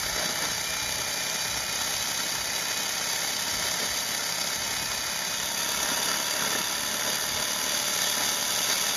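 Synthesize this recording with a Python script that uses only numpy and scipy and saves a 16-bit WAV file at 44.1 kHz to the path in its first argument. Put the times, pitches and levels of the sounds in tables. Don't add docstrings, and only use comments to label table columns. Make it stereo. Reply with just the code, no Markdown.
import sys
import numpy as np
from scipy import signal
from scipy.fft import rfft, irfft
from scipy.io import wavfile
from scipy.ndimage import uniform_filter1d, map_coordinates

SR = 44100
rng = np.random.default_rng(int(sys.argv[2]) if len(sys.argv) > 2 else 0)


def voltage_ratio(level):
    return 10 ** (np.asarray(level, float) / 20)


def materialize(psi):
    bounded = np.clip(np.atleast_2d(psi).T, -1, 1)
    quanta = np.round(bounded * 32767).astype(np.int16)
    wavfile.write(sys.argv[1], SR, quanta)


N = 395136

# pitch_hz, width_hz, light_bite_db,
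# hard_bite_db, left_right_db
BARREL_MODES = [(2204, 90, -5, -4.5, 1.5), (2417, 59, -9.5, -7.5, -7.5), (2598, 60, -11.5, -9, 1.5),
                (2944, 90, -0.5, 4, 1.5), (3090, 65, 4, 2, 0), (3380, 80, -1.5, 5, 4),
                (3510, 50, -1.5, 5.5, 5), (3670, 60, -4, .1, 6), (3908, 55, 0, -5, 2),
                (4476, 75, -7.5, -5, 8.5), (4674, 77, 1.5, 0, 4), (4864, 110, -6.5, -0.5, -1),
                (5064, 81, -4, -7, 6), (5465, 71, 1.5, -4, 1.5),
                (5740, 82, -8, -1.8, 8.5), (5645, 70, -3, -5, 3), (5870, 70, -8, -8, -3),
               (6030, 70, -6, -3, -1), (6205, 80, -2.5, -3, -2), (6355, 120, -4, -1, 0),
               (6486, 164, -4.5, -2.9, -7), (7090, 200, -9, -7, -5), (7740, 220, -6, -5, 0),
               (8040, 220, -7, -3, 0), (8900, 200, -10, -9, 0), (9710, 260, -12, -10, -1),
               (10180, 130, -15, -13, -18.5)]
# pitch_hz, width_hz, light_bite_db, hard_bite_db, left_right_db
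HOUSING_MODES = [(798, 200, -3, -8.5, 1.5), (941, 250, -3, 0, 1.5), (1357, 148, 1.5, 3.5, -0.5),
                 (1582, 140, -2, 0, 0.72), (1796, 120, 3, 4.5, -0.16), (2007, 200, 0, -5.5, 1.4)]
# pitch_hz, width_hz, light_bite_db, hard_bite_db, left_right_db
KERB_MODES = [(176.6, 55, -6, -5, 0), (260, 110, -5.5, -5, 0.33), (432, 84, -5.5, -7, .5),
              (607.5, 110, -0.5, 0, 1)]
# pitch_hz, level_db, left_right_db
SCRAPE_TONE = [(2000, -40, 0), (2745, -30, 0), (3250, -10, 3), (4200, -13.5, 5), (5250, -12, 4),
               (5800, -11.5, 0), (6900, -10, 1), (8400, -10.5, 0), (9600, -24, 0), (11000, -40, 0)]
# pitch_hz, level_db, left_right_db
THUD_TONE = [(310, -28, 0), (710, -11.5, 0.65), (1130, -16, 0.74), (2200, -8.5, 0.28), (2740, -35, 0),
             (3960, -63, 0)]
# pitch_hz, level_db, left_right_db
HISS_TONE = [(5000, -40, 0), (8500, -3, 0), (9650, -4, 0), (10500, 0, 0), (11900, -5, 0), (12400, -3, 0),
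             (14000, -6.5, 0), (14900, -2.5, 0), (16000, -2.5, 0)]
# pitch_hz, level_db, left_right_db
SHUDDER_TONE = [(30, -34, 0), (110, -19, 0), (190, -11, 0), (330, -12.5, 0), (700, -18, 1), (1100, -29, 0),
                (3000, -60, 0)]
# pitch_hz, right_lead_radians, likeness_0_to_1
PORTS = [(100, 0.12, 0.99), (1690, 0.27, 0.99), (2350, 0, .95), (2550, -.5, .72), (2760, -1.3, .45),
         (2950, -2.6, .88), (3500, -2.5, .7), (3750, -5.8, .35), (3900, -7, .72), (4150, -5.8, .3),
         (4500, -6.3, .72), (4800, -7, .86), (5250, -7.8, .32), (5400, -8, .5), (5520, -9.8, .25),
         (5670, -11.1, .65), (5850, -12, .55), (6200, -12.2, .9),
         (6700, -12.2, .75), (7100, -11.5, .3), (7500, -9.9, .9), (8100, -9.42, .99),
              (8800, -8.9, .93), (9700, -7.8, .65), (10500, -6.9, .93), (11500, -6.28, .99),
              (12600, -5.7, .93), (13300, -4.9, .6), (14100, -3.8, .93), (15500, -3.14, .99)]
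# start_s, peak_db
STONE_JOLTS = [(0.148, -28), (0.177, -19.5), (0.531, -26), (0.857, -35), (1.864, -38), (2.612, -29),
               (3.652, -18), (3.823, -19), (5.543, -21), (5.669, -38), (5.893, -19), (5.919, -18),
               (6.124, -24), (6.418, -17), (6.525, -16), (6.551, -8), (6.606, -18), (6.695, -18),
               (7.094, -21), (8.197, -33), (7.788, -24), (8.169, -15), (8.606, -15), (8.686, -20.5)]
# pitch_hz, level_db_per_hz
WIND_RUMBLE = [(15, -35), (25, -28), (54, -3), (140, -7), (180, -25), (310, -120)]
# cycles_per_turn, slow_db, fast_db, surge_share
TURN_TONES = [(5, -54, -57, .9), (6, -58, -52, .8), (7, -66, -59, 1.1), (16, -64, -49, .1),
              (20, -54, -80, 1.9), (21, -59, -74, 1.7), (23, -68, -47, -.6)]
# pitch_hz, stronger_over_step_db, weaker_emptied_below_db
PAIR_ROUNDING = [(300, 24, -34), (800, 22, -30), (1200, 16, -17), (2000, 7, -13), (2500, 7, -16),
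                 (2750, 5, -7), (3000, 7, -15), (4100, 7, -11), (4600, 8, -20), (6000, 9, -18),
                 (6700, 8, -11), (7500, 8, -6.5), (10000, 7.5, -5.5), (14000, 5, -4)]
# time_s, first_mesh_hz
MOTOR_SPEED = [(.32, 2299), (.7, 2388), (1.3, 2396), (2.1, 2520), (2.62, 2468), (3.55, 2578), (4.64, 2524),
               (5.17, 2436), (5.76, 2648), (5.92, 2608), (6.4, 2706), (6.6, 2668), (6.92, 2794),
               (7.2, 2746), (7.55, 2803), (8.0, 2740), (8.48, 2737), (8.85, 2650)]
# pitch_hz, level_db
GEARBOX_TONE = [(2300, -48.5), (2392, -43.5), (2470, -45.5), (2515, -49.5), (2565, -54), (2620, -48),
                (2700, -48), (2770, -56)]
# time_s, feed_pressure_db
FEED_PRESSURE = [(0, -0.1), (.57, -0.2), (1.6, 0), (1.97, 0.57), (2.7, 0), (3.8, 0.5), (5.39, -0.7),
                 (5.85, -0.5), (6.3, -1), (6.52, -0.4), (6.8, -1.5), (7.06, -0.7), (7.31, -1), (7.76, 0),
                 (8.14, 1.05), (8.33, 0.45), (8.68, 1), (8.96, 0.5)]
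# middle_s, strength_db, length_s
GRIND_SURGES = [(0.232, 6, 0.18), (0.437, 5, 0.11), (3.66, 3.5, 0.12), (3.834, 6, 0.064),
                (5.897, 5.5, 0.22), (6.12, 5.5, 0.18), (6.426, 5, 0.11), (6.546, 3, 0.2),
                (7.058, 4.5, 0.19), (7.395, 4, 0.065), (7.707, 3, 0.18), (8.216, 6, 0.049),
                (8.706, 6, 0.042)]
# middle_s, peak_db, length_s
WIND_GUSTS = [(0.078, -45, 0.18), (0.497, -52, .3), (0.89, -49, 0.42), (1.557, -48, 0.22),
              (1.894, -52, 0.38), (2.416, -51, 0.14), (2.75, -65, 0.23), (3.576, -50, 0.21),
              (3.916, -52, 0.082), (4.6, -49, 0.069), (4.848, -52, 0.4), (5.4, -52, 0.12), (5.8, -57, .4),
              (6.8, -63, 0.25), (7.342, -46, 0.16), (8.398, -70, 0.99)]
# level_db, feed_share, hard_bite_gain_db, surge_share
RING, HOUSING = (-31.5, 1.8, 0.3, 0.19), (-36.5, 0.66, -0.53, 0.58)
SPRAY, GROUND = (-38, 2.1, 4, 0.09), (-42, 1.2, 1.2, 0.86)

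RIPPLE_HZ = 120
TEETH, SECOND_TEETH = 74.5, 27
SLOW_HZ, FAST_HZ = 2300, 2740
SECOND_DB, SECOND_BITE_DB = -51, 4.5
BITE_S, BITE_RISE_S, LIGHT, HARD = 5.4, 0.34, 0.033, 0.94
EASE_S, EASE = 7.6, .25
LEAN_DB = 1.38
CALM_DB = -59.5
CONTROL_STEP = 49
TIME_S = np.arange(N) / SR
HZ = np.fft.rfftfreq(4096, 1 / SR)
SIDES = np.array([[.5], [-.5]])


def unit(x):
    return x / np.sqrt(np.mean(x ** 2) + 1e-20)


def along(points, hz):
    f, *cols = np.transpose(points)
    return [np.interp(np.log(hz + 1), np.log(f + 1), c) for c in cols]


def curves(rows):
    s, *cols = np.transpose(rows)
    return [np.interp(TIME_S, s, c) for c in cols]


def wobble(rate):
    knots = rng.standard_normal(int(N * rate / SR) + 4)
    return map_coordinates(knots, [np.arange(N) * rate / SR])


def swells(rows):
    s, _, length = np.transpose(rows)[..., None]
    return np.exp(-(2 * (np.arange(0, N, CONTROL_STEP) / SR - s) / np.abs(length)) ** 2)


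def spread(x):
    return np.interp(np.arange(N), np.arange(0, N, CONTROL_STEP), x)


def filtered(x, response):
    size = 2 * (response.shape[-1] - 1)
    kernel = np.roll(irfft(response), size // 2, axis=-1)
    return signal.oaconvolve(x, kernel, axes=-1)[..., size // 2:][..., :N]


def causal(power):
    cepstrum = irfft(np.log(power + 1e-12) / 2)
    half = cepstrum.shape[-1] // 2
    cepstrum[..., 1:half] *= 2
    cepstrum[..., half + 1:] = 0
    return np.exp(rfft(cepstrum))


def heard(force, between, modes=(), hard=False):
    db, lean_db = along(between, HZ)
    power = voltage_ratio(db + SIDES * lean_db) ** 2
    for hz, width, light_db, hard_db, lean_db in modes:
        peak = (HZ * width) ** 2 / ((hz ** 2 - HZ ** 2) ** 2 + (HZ * width) ** 2)
        mode_db = hard_db if hard else light_db
        power = power + voltage_ratio(mode_db + SIDES * lean_db) ** 2 * peak ** 1.32
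    lead, alike = along(PORTS, HZ)
    turn = np.arccos(np.clip(alike, 0, 1)) / 2
    balance = np.sqrt(power / power.mean(0))
    colour = causal(power.mean(0)) * balance * np.exp(-1j * SIDES * lead)
    shared = filtered(force[:1], colour * np.cos(turn))
    own = filtered(force[1:], colour * np.sin(turn) * 2 * SIDES)
    return shared + own


def mesh_hz():
    return uniform_filter1d(curves(MOTOR_SPEED)[0], size=SR // 6)


def barrel_turns():
    return np.cumsum(mesh_hz()) / SR / TEETH


def biting():
    def step(s):
        return .5 + .5 * np.tanh(2 * (TIME_S - s) / BITE_RISE_S)

    return np.clip(LIGHT + (HARD - LIGHT) * step(BITE_S) - EASE * step(EASE_S), 0, 1)


def surging():
    return spread(np.transpose(GRIND_SURGES)[1] @ swells(GRIND_SURGES))


def loudness(part):
    return np.array(part) @ [np.ones(N), curves(FEED_PRESSURE)[0], biting(), surging()]


def bursts(times, db, t60):
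    blows = np.bincount(np.clip(times * SR, 0, N - 1).astype(int), voltage_ratio(db), N)
    return signal.lfilter([1], [1, -voltage_ratio(-60 / (t60 * SR))], blows)


def knocks(turns, scatter_db, jitter_s):
    beat = np.arange(int(2 * turns[-1]))
    draw = rng.standard_normal((len(beat), 2))
    times = np.interp(beat / 2, turns, TIME_S) + jitter_s * draw[:, 0]
    return unit(bursts(times, scatter_db * draw[:, 1], t60=0.02))


def contact_pressure():
    once_a_turn = np.cos(2 * np.pi * barrel_turns())
    return voltage_ratio(0.36 * wobble(15) + 0.67 * wobble(60) + 1.5 * once_a_turn)


def grit_force(pressure, ripple_db, blow_db, own_db):
    bite = biting()
    ripple = np.cos(2 * np.pi * RIPPLE_HZ * TIME_S) * (1 - .7 * bite)
    blow_level = voltage_ratio(-11.5 + 3.5 * bite + 0.16 * surging() + blow_db)
    blows = blow_level * knocks(barrel_turns(), scatter_db=1.5, jitter_s=.0012)
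    grinding = unit(pressure * voltage_ratio(ripple_db * ripple + own_db * wobble(40)))
    return rng.standard_normal((2, N)) * (grinding + blows)


def through(drive, between, modes):
    bite = biting()
    light = heard(np.sqrt(1 - bite) * drive, between, modes)
    other_drive = drive[::-1] * 2 * SIDES
    return light + heard(np.sqrt(bite) * other_drive, between, modes, hard=True)


def stone_jolts():
    s, db = np.transpose(STONE_JOLTS)
    return voltage_ratio(17.5) * bursts(s, db, t60=0.048) * rng.standard_normal((2, N))


def barrel(pressure):
    force = grit_force(pressure, ripple_db=1.04, blow_db=0.037, own_db=0.29)
    ring = unit(through(force, SCRAPE_TONE, BARREL_MODES))
    return voltage_ratio(loudness(RING) + 4.5 + LEAN_DB * SIDES) * ring


def housing(pressure, jolt):
    force = grit_force(pressure, ripple_db=0.8, blow_db=0.054, own_db=0.18) + jolt
    return voltage_ratio(loudness(HOUSING) + 0.37) * unit(through(force, THUD_TONE, HOUSING_MODES))


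def kerb(pressure, jolt):
    force = grit_force(pressure, ripple_db=0.54, blow_db=0.28, own_db=1.03) + voltage_ratio(9.0) * jolt
    return voltage_ratio(loudness(GROUND) - 1.3) * unit(heard(force, SHUDDER_TONE, KERB_MODES))


def spray(pressure):
    force = grit_force(pressure, ripple_db=1.9, blow_db=-1.9, own_db=1.0)
    return voltage_ratio(loudness(SPRAY) + 3.5) * unit(heard(force, HISS_TONE))


def drill():
    pressure, jolt = contact_pressure(), stone_jolts()
    return barrel(pressure) + housing(pressure, jolt) + kerb(pressure, jolt) + spray(pressure)


def turn_tones(mesh):
    surge_db = surging()
    fast = np.clip((mesh_hz() - SLOW_HZ) / (FAST_HZ - SLOW_HZ), 0, 1) ** 1.5
    total = 0
    for cycles, slow_db, fast_db, share in TURN_TONES:
        level_db = slow_db + (fast_db - slow_db) * fast + share * surge_db + 2.8 * wobble(16)
        phase = mesh * round(cycles) / TEETH + cycles / 45 * wobble(30)
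        total = total + voltage_ratio(level_db) * np.sin(phase)
    return total


def gears():
    first_db = along(GEARBOX_TONE, mesh_hz())[0]
    second_db = SECOND_DB + SECOND_BITE_DB * biting()
    ripple = 2 * np.pi * RIPPLE_HZ * TIME_S
    mesh = 2 * np.pi * np.cumsum(mesh_hz() + 3 * wobble(30)) / SR
    first_phase = mesh + 0.48 * np.sin(ripple) + 0.86 * SIDES
    first = voltage_ratio(first_db + 4.0 + 1.9 * wobble(16)) * np.sin(first_phase)
    second_phase = mesh * SECOND_TEETH / TEETH + 0.49 * wobble(30)
    second = voltage_ratio(second_db + 2.0 + 2.4 * wobble(18)) * np.sin(second_phase)
    hum = voltage_ratio(-56.0 + 0.67 * wobble(1.6)) * np.sin(ripple)
    return first + second + turn_tones(mesh) + hum


def wind():
    common, own = filtered(rng.standard_normal((2, N)), voltage_ratio(along(WIND_RUMBLE, HZ)[0])[None])
    lumps = voltage_ratio(1.5 * wobble(15))
    strength = voltage_ratio(CALM_DB) + spread(voltage_ratio(np.transpose(WIND_GUSTS)[1]) @ swells(WIND_GUSTS))
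    difference = .7 * SIDES * own * voltage_ratio(2 * wobble(2.96))
    return strength * unit(lumps * (common + difference))


def scene():
    return drill() + gears() + wind()


def joint_stereo(x, shift=1114, size=1024, band=16):
    count = (N + shift) // size + 1
    padding = ((0, 0), (shift, (count + 1) * size - N - shift))
    pair = np.pad([x[0] + x[1], x[0] - x[1]], padding) / 2
    n, k = np.arange(2 * size)[:, None], np.arange(size)
    window = signal.windows.kaiser_bessel_derived(2 * size, 4 * np.pi)[:, None]
    waves = np.cos(np.pi / size * (n + .5 + size / 2) * (k + .5))
    basis = window * waves * np.sqrt(2 / size)
    halves = pair.reshape(2, -1, size)
    frames = np.concatenate([halves[:, :-1], halves[:, 1:]], axis=2)
    lines = (frames @ basis).reshape(2, count, -1, band)
    level = np.sqrt(np.mean(lines ** 2, axis=3, keepdims=True)) + 1e-9
    fine_db, empty_db = along(PAIR_ROUNDING, k[band // 2::band, None] * SR / (2 * size))
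    supply = rng.standard_normal((2,) + level[0].shape)
    step = level.max(0) * voltage_ratio(2 * supply[0] - fine_db)
    kept = level > level[::-1] * voltage_ratio(empty_db + 1.8 * supply[1])
    rounded = np.sign(lines) * np.floor(np.abs(lines) / step + .4) * step * kept
    frames = rounded.reshape(2, count, size) @ basis.T
    first_half = np.pad(frames[..., :size], ((0, 0), (0, 1), (0, 0)))
    second_half = np.pad(frames[..., size:], ((0, 0), (1, 0), (0, 0)))
    mid, side = (first_half + second_half).reshape(2, -1)[:, shift:shift + N]
    return np.array([mid + side, mid - side])


def top_cut(x):
    return signal.sosfilt(signal.butter(12, 15750, fs=SR, output="sos"), x)


def record(dry):
    mix = joint_stereo(dry)
    return top_cut(mix)


dry = scene()
out = record(dry)
materialize(out)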